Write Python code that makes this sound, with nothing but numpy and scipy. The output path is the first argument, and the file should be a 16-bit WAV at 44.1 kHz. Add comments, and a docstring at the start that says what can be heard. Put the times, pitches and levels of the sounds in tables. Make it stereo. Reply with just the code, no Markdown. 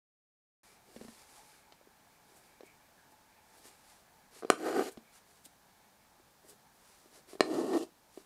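"""One stitch of hand embroidery, heard up close, through cloth stretched in a hoop like a small drum.
After a short silence, faint room noise cuts in, fingers rustle and the hoop is knocked in the hand.
The needle's point ticks on the weave; at 4.5 s its eye pops up through and the thread rasps after it.
Another knock and more rustling follow; at 7.4 s the needle pops back down and the thread rasps again."""
import sys
import numpy as np
from scipy import signal
from scipy.fft import rfft, irfft, next_fast_len
from scipy.io import wavfile

SR = 44100
rng = np.random.default_rng(int(sys.argv[2]) if len(sys.argv) > 2 else 0)


def store_wav(level_fs):
    """Save 16-bit WAV to argv[1]."""
    pcm = np.round(np.clip(np.atleast_2d(level_fs), -1, 1) * 32767)
    wavfile.write(sys.argv[1], SR, pcm.T.astype(np.int16))


N = 363825
TIME = np.arange(N) / SR
RING_TIME = TIME[:SR // 8]  # time axis of one short ring

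# tone of the room noise, mid (alike in both ears) and side (opposite in each): f/Hz, relative level/dB
ROOM_MID_SPECTRUM = [(15, -49.5), (25, -7.5), (107, -7), (204, -4.5), (281, -7), (331, -9), (399, -9.5),
                     (631, -7.5), (848, -5.5), (1140, -10), (1750, -12), (2010, -16), (2850, -18),
                     (4040, -16.5), (15500, -21.5)]
ROOM_SIDE_SPECTRUM = [(15, -69), (25, -35), (86, -30), (378, -13), (445, -12.5), (482, -17.5), (598, -9),
                      (684, -13.5), (741, -11.5), (919, -16), (1080, -19), (1200, -20), (2770, -30.5),
                      (9300, -37.5), (15500, -53)]
# hollow notes in the room noise: f/Hz, width/Hz, base level/dB, spread (0 centred, 1 wide)
HOLLOW_NOTES = [(710, 37, -62, 0.92), (857, 55, -76, 0), (1670, 140, -81, 0), (2290, 250, -81, 0)]
# higher notes of cloth and hoop: f/Hz, t60/s (time to fade by 60 dB), level at the upward hole/dB,
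# level at the downward hole/dB, extra level when rubbed/dB
CLOTH_OVERTONES = [(446, 0.022, -19.5, -26.5, 1), (616, 0.026, -22.5, -19.5, -7),
                   (714, 0.023, -13, -20.5, -8.5), (1080, 0.015, -24.5, -19, -12),
                   (1233, 0.014, -9.5, -25, -17.5), (1474, 0.018, -16.5, -44.5, -10),
                   (1810, 0.019, -20.5, -20, -15), (2280, 0.011, -24.5, -21, -22.5),
                   (2820, 0.021, -31.5, -29, -10), (4130, 0.011, -24, -17.5, -13),
                   (4720, .022, -33.5, -29, -2.5), (5780, .012, -34, -42.5, -8),
                   (7110, .012, -21, -26.5, -13), (8200, 0.0074, -21.5, -29.5, -11.5),
                   (9420, .006, -30, -32, -2.5), (12400, 0.0046, -27, -29.5, -7),
                   (13400, .003, -32.5, -51, -7.5)]
# strokes of skin and loose thread over the cloth: t/s, length/s, hiss level/dB, rumble level/dB
RUB_STROKES = [(0.58, 0.21, -65, -76), (0.797, 0.91, -62, -74.5), (0.85, 0.23, -75, -61.5),
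               (2.187, 0.4, -70, -74.5), (3.412, 0.42, -66, -70.5), (3.633, 0.073, -62.5, -67),
               (3.756, .29, -65.5, -89), (4.303, 0.13, -57, -62), (4.45, .06, -75, -53.5),
               (5.111, .1, -62.5, -83), (5.24, 0.21, -67.5, -78), (6.418, .15, -67, -64),
               (6.7, 0.45, -66.5, -80), (7.102, 0.12, -64, -62.5), (7.264, 0.11, -59.5, -60),
               (8.09, .17, -66, -78)]
# tone of the rubbing hiss: f/Hz, relative level/dB
RUB_SPECTRUM = [(500, -6.5), (1000, 3.5), (2000, 1.5), (3200, -1), (4800, 2.5), (6300, 0.5), (9500, 2),
                (12500, -4.5), (15500, -24)]
# quick flicks of the thread: t/s, level/dB, half length/s
THREAD_FLICKS = [(2.372, -63, .015), (2.665, -65.5, .01), (3.122, -68, .008), (3.586, -64.5, .012),
                 (3.668, -63.5, .016), (4.924, -56.5, .008), (5.457, -51.5, .007), (6.498, -56, .016)]
# tone of a flick: f/Hz, relative level/dB
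FLICK_SPECTRUM = [(1500, -17), (4000, -8.5), (6500, -8.5), (8500, -2), (12000, -8), (15500, -12.5)]
# knocks on the hoop: t/s, cloth level/dB, drum f/Hz, brightness f/Hz, hoop level/dB
HOOP_KNOCKS = [(.962, -28.5, 503, 700, -42), (1.012, -30, 480, 920, -41.5), (1.048, -34, 457, 900, -45),
               (1.083, -30.5, 296, 3000, -43), (4.973, -26, 350, 705, -41)]
# needle point and thread catch on the weave: t/s, level/dB, drum f/Hz, brightness f/Hz
WEAVE_TICKS = [(1.723, -40, 845, 7000), (1.812, -42.5, 590, 710), (1.872, -37.5, 425, 600),
               (2.321, -42.5, 392, 900), (2.607, -32, 510, 1500), (2.633, -31, 397, 700),
               (3.121, -46, 354, 2500), (4.424, -29.5, 452, 1400), (4.4326, -23.5, 442, 900),
               (4.448, -16.5, 456, 550), (4.67, -25.5, 397, 1400), (4.687, -18.5, 380, 900),
               (4.728, -22.5, 380, 2000), (4.794, -15.5, 352.5, 1200), (5.463, -37, 290, 500),
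               (6.198, -41, 360, 600), (6.447, -37.5, 382, 600), (7.058, -38, 364, 590),
               (7.332, -26.5, 397, 990), (7.353, -27, 410, 900), (7.396, -28, 405, 1200),
               (7.512, -12.5, 354, 500), (7.551, -15, 312, 600), (7.711, -16, 332, 500),
               (7.7344, -15, 350, 1200), (7.811, -18, 330, 600), (8.1745, -22.5, 380, 613)]
# the eye pops through: t/s, level/dB, drum f/Hz, relative crack level/dB, top f/Hz, hole (0 up, 1 down)
EYE_POPS = [(4.5014, 0.5, 435, -15, 12000, 0), (7.407, 1.5, 410, -17.5, 8940, 1)]
# pulls of the thread: t/s, time to full speed/s, time until the doubled tail is through/s, length/s,
# easing midway/dB, rasp level/dB, rasp top f/Hz, hiss level/dB, drum f/Hz, relative drum level/dB,
# relative level of direct fibre hiss/dB, hole (0 up, 1 down)
THREAD_PULLS = [(4.577, 0.092, .247, 0.311, -0.5, -34, 2680, -51.5, 358, -14, 5.5, 0),
                (7.441, 0.11, 0.335, 0.395, -3.5, -31.5, 1760, -53, 352, -10.5, 15, 1)]
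# tone of the fibre hiss, one list for pulling up and one for down: f/Hz, relative level/dB
FIBRE_SPECTRA = [
    [(1180, -25), (2000, -6), (2820, -3.5), (3400, -5), (4790, -3), (5180, -5), (6990, -5.5), (11800, -6),
     (14900, -22), (15500, -29.5)],
    [(1180, -29), (2000, -17.5), (2240, -15), (2770, 0.5), (3340, -5), (4920, -3.5), (6470, -4.5),
     (8510, -4.5), (11900, -9.5), (15500, -26)],
]


def undb(db):
    """Turn decibels into a number to multiply by."""
    return 10 ** (np.asarray(db) / 20)


def unit(x):
    """Scale x to an average (rms) level of 1."""
    return x / np.sqrt(np.mean(x ** 2))


def convolve(x, response):
    """Let every sample of x set off its own copy of the response."""
    return signal.fftconvolve(x, response)[:len(x)]


def filtered(x, kind, hz, order=2):
    """Keep the "low", "high" or "band" part of x; a higher order cuts more sharply."""
    return signal.sosfilt(signal.butter(order, hz, kind, fs=SR, output="sos"), x)


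def colour(x, points):
    """Shape the tone of x along (Hz, dB) points, at an average level of 1."""
    hz, db = np.transpose(points)
    size = next_fast_len(N)
    bin_hz = np.maximum(np.arange(size // 2 + 1) * SR / size, 1)
    gain = undb(np.interp(np.log(bin_hz), np.log(hz), db))
    return unit(irfft(rfft(x, size) * gain, size)[:N])


def wander(rate):
    """Drift by about 1 either way, to a new random value `rate` times a second."""
    targets = rng.standard_normal(N // 20)
    return np.interp(TIME * rate, np.arange(len(targets)), targets)


def add(out, start, sound):
    """Mix a sound in at `start` seconds."""
    i = int(start * SR)
    out[i:i + len(sound)] += sound[:N - i]


def fade(t60, t=RING_TIME):
    """Die away by 60 dB every t60 seconds."""
    return np.exp(-np.log(1000) * t / t60)


def struck_note(hz, t60):
    """One pure note that starts at once and dies away."""
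    return fade(t60) * np.sin(2 * np.pi * hz * RING_TIME)


def slips(rate, jitter, scatter_db):
    """Sticking and slipping: roughly `rate` tiny kicks a second, uneven in spacing and size."""
    gap, size = rng.standard_normal((N // 20, 2)).T
    at = (np.cumsum(np.exp(jitter * gap)) * SR / rate).astype(int)
    return np.bincount(at[at < N], undb(scatter_db * size[at < N]), N)


def room_noise(mid_db=-65.5, side_db=-60.0, waver_db=4, hold_s=4.2, fall_db_per_s=2.3):
    """Steady wide noise with faint, wavering hollow notes that hold, then slowly die down."""
    mid = colour(rng.standard_normal(N), ROOM_MID_SPECTRUM) * undb(mid_db + .5 * wander(4.3))
    side = colour(rng.standard_normal(N), ROOM_SIDE_SPECTRUM) * undb(side_db + .7 * wander(5))
    hold_then_fall = undb(2.5 - fall_db_per_s * np.maximum(TIME - hold_s, 0))
    for hz, width_hz, db, spread in HOLLOW_NOTES:
        t60 = np.log(1000) / np.pi / width_hz  # a narrower note rings longer
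        note = unit(convolve(rng.standard_normal(N), struck_note(hz, t60)))
        note = note * hold_then_fall * undb(db + waver_db * wander(13))
        mid, side = mid + (1 - spread) * note, side + spread * note
    return np.array([mid + side, mid - side])


def wall_echo(x, echo_db=-16, t60=0.22, gap_s=0.0071, width=0.49, top_hz=12000):
    """Nearby walls answer after a short gap, and the echo dies away fast."""
    t = TIME[:SR // 2]
    decay = (t > gap_s) * fade(t60, t)
    tails = [filtered(rng.standard_normal(len(t)) * decay, "low", top_hz) for _ in range(2)]
    mid, side = (convolve(x, tail / np.linalg.norm(tail)) for tail in tails)
    return undb(echo_db) * np.array([mid + width * side, mid - width * side])


def cloth_ring(drum_hz, hole, drum_db, drum_t60, rubbed=False):
    """Tight cloth rings like a drum: tension sets its pitch; where and how it is touched, its overtones."""
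    ring = undb(drum_db) * struck_note(drum_hz, drum_t60)
    for hz, t60, up_db, down_db, rub_db in CLOTH_OVERTONES:
        db = (down_db if hole else up_db) + rubbed * rub_db
        ring += undb(db) * struck_note(hz, t60)
    # the hoop is open behind, so front and back cancel in the bass
    return filtered(ring, "high", 285, order=3)


def rubs(grain_db=1.5, patchy_db=1.7, rise_share=.35, fall_share=.32):
    """Skin and loose thread slide over the weave, making a grainy hiss and faintly stirring the drum."""
    grains = rng.standard_normal(N) * undb(grain_db * wander(500) + patchy_db * wander(30))
    hiss = colour(grains, RUB_SPECTRUM)
    ring = cloth_ring(drum_hz=410, hole=1, drum_db=-11.5, drum_t60=.016, rubbed=True)
    rumble = unit(convolve(slips(rate=700, jitter=0.72, scatter_db=5), ring))
    out = np.zeros(N)
    for start, length, hiss_db, rumble_db in RUB_STROKES:
        progress = (TIME - start) / length
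        swell = np.clip(np.minimum(progress / rise_share, (1 - progress) / fall_share), 0, 1)
        out += swell * (undb(hiss_db) * hiss + undb(rumble_db) * rumble)
    return out


def flicks(grain_db=2):
    """Thread brushes the cloth in short, bright swishes."""
    swell = sum(undb(db) / (1 + ((TIME - peak_s) / half_s) ** 2) for peak_s, db, half_s in THREAD_FLICKS)
    grains = rng.standard_normal(N) * undb(grain_db * wander(700))
    return swell * colour(grains, FLICK_SPECTRUM)


def pluck(start, drum_hz, bright_hz, fibre_db):
    """A light pluck of the cloth: a soft push on the drum and a dry crackle of fibres."""
    hole = 0 if 4.4 < start < 4.95 else 1  # needle and thread are in the upward hole between these times
    ring = cloth_ring(drum_hz, hole, drum_db=-10.5, drum_t60=.026)
    burst = rng.standard_normal(len(RING_TIME)) * fade(t60=0.035)
    crackle = filtered(burst, "band", [1500, 4800])
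    return filtered(ring, "low", bright_hz) + undb(fibre_db) * crackle


def hoop_knocks(fibre_db=-19, hoop_hz=228, hoop_t60=0.08):
    """A knock plucks the cloth and wakes the hoop's low ring, whose start is cushioned by the hand."""
    out = np.zeros(N)
    ring = struck_note(hoop_hz, hoop_t60) * (1 - fade(t60=0.0033))
    for start, db, drum_hz, bright_hz, hoop_db in HOOP_KNOCKS:
        add(out, start, undb(db) * pluck(start, drum_hz, bright_hz, fibre_db) + undb(hoop_db) * ring)
    return out


def weave_ticks(usual_fibre_db=-25, db_per_octave=6.0, usual_hz=900):
    """Needle and thread catch on the weave; the sharper the contact, the more the fibres crackle."""
    out = np.zeros(N)
    for start, db, drum_hz, bright_hz in WEAVE_TICKS:
        fibre_db = usual_fibre_db + db_per_octave * np.log2(bright_hz / usual_hz)
        add(out, start, undb(db) * pluck(start, drum_hz, bright_hz, fibre_db))
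    return out


def needle_pops(crack_t60=0.011):
    """The weave stretches round the needle's eye and snaps back with a crack of fibres."""
    out = np.zeros(N)
    for start, db, drum_hz, crack_db, top_hz, hole in EYE_POPS:
        crack = undb(crack_db) * rng.standard_normal(len(RING_TIME)) * fade(crack_t60)
        crack -= filtered(crack, "low", 900)  # the fibres are too small to move bass
        ring = cloth_ring(drum_hz, hole, drum_db=-10.5, drum_t60=0.013)
        pop = filtered(ring + crack, "low", top_hz)
        add(out, start, undb(db) * filtered(pop, "low", top_hz))
    return out


def hand_pull(start, speed_up_s, doubled_s, length, ease_db):
    """How strong rasp and hiss are as the hand speeds up, eases off midway and stops."""
    t = TIME - start
    speed = np.interp(t, [0, speed_up_s], [0.24, 1], left=0)
    speed *= fade(t60=0.074, t=np.maximum(t - length, 0))  # the hand stops
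    easing = np.exp(-((t / length - 0.57) / 0.15) ** 2)
    speed *= undb(ease_db * easing + 1.12 * wander(30))
    # the doubled tail's frayed end drags and hisses more; once it slips out, one strand runs more freely
    fray_s, fray_drag_db, fray_hiss_db = 0.059, 1.9, 1.5
    slip_out_s, single_db = 0.0093, -9.5
    fray = np.exp(-((t - doubled_s + fray_s / 2) / fray_s) ** 2)
    single = np.clip((t - doubled_s) / slip_out_s, 0, 1)
    drag = undb(fray_drag_db * fray * (1 - single) + single_db * single)
    rasp_gain = drag * speed ** 1.475  # the rasp grows faster with speed than the hiss does
    hiss_gain = speed * undb(fray_hiss_db * fray)
    return rasp_gain, hiss_gain


def thread(start, speed_up_s, doubled_s, length, ease_db,
           rasp_db, rasp_top_hz, hiss_db, drum_hz, drum_db, fibre_db, hole):
    """Twisted thread plucks the hole's edge hundreds of times a second; its fibres hiss with each slip."""
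    rasp_gain, hiss_gain = hand_pull(start, speed_up_s, doubled_s, length, ease_db)
    twists = slips(rate=335, jitter=.22, scatter_db=1.5)
    loose_strands = slips(rate=1600, jitter=.8, scatter_db=3.0)
    kicks = twists + undb(-6.5) * loose_strands
    ring = cloth_ring(drum_hz, hole, drum_db, drum_t60=0.017, rubbed=True)
    rasp = unit(filtered(convolve(kicks, ring), "low", rasp_top_hz))
    # countless fibres ring the high overtones, and some of their hiss is heard directly
    grip = 1 + 1.3 * unit(convolve(kicks, fade(t60=.012)))
    fibres = grip * rng.standard_normal(N)
    ringing_hiss = unit(convolve(fibres, filtered(ring, "high", 2400, order=4)))
    direct_hiss = colour(fibres, FIBRE_SPECTRA[hole])
    hiss = unit(ringing_hiss + undb(fibre_db) * direct_hiss)
    return undb(rasp_db) * rasp_gain * rasp + undb(hiss_db) * hiss_gain * hiss


def scene(lean_db=-14, lag_db=-15):
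    """The hoop in the room: its treble leans right, and its drum note reaches the left a little earlier."""
    hoop = needle_pops() + weave_ticks() + hoop_knocks()
    hoop += sum(thread(*pull) for pull in THREAD_PULLS) + rubs() + flicks()
    treble = filtered(hoop, "band", [1400, 7000], order=1)
    lagging_bass = filtered(hoop, "low", 470)
    side = undb(lean_db) * treble + undb(lag_db) * lagging_bass
    return np.array([hoop - side, hoop + side]) + wall_echo(hoop) + room_noise()


def record(dry, start_s=.633, top_hz=15450):
    """Silence until the sound cuts in; the loudest peaks are rounded and the highest treble is cut."""
    rounded = np.tanh(dry) * (TIME > start_s)
    return signal.sosfilt(signal.ellip(8, .2, 70, top_hz, fs=SR, output="sos"), rounded)


dry = scene()
out = record(dry)
store_wav(out)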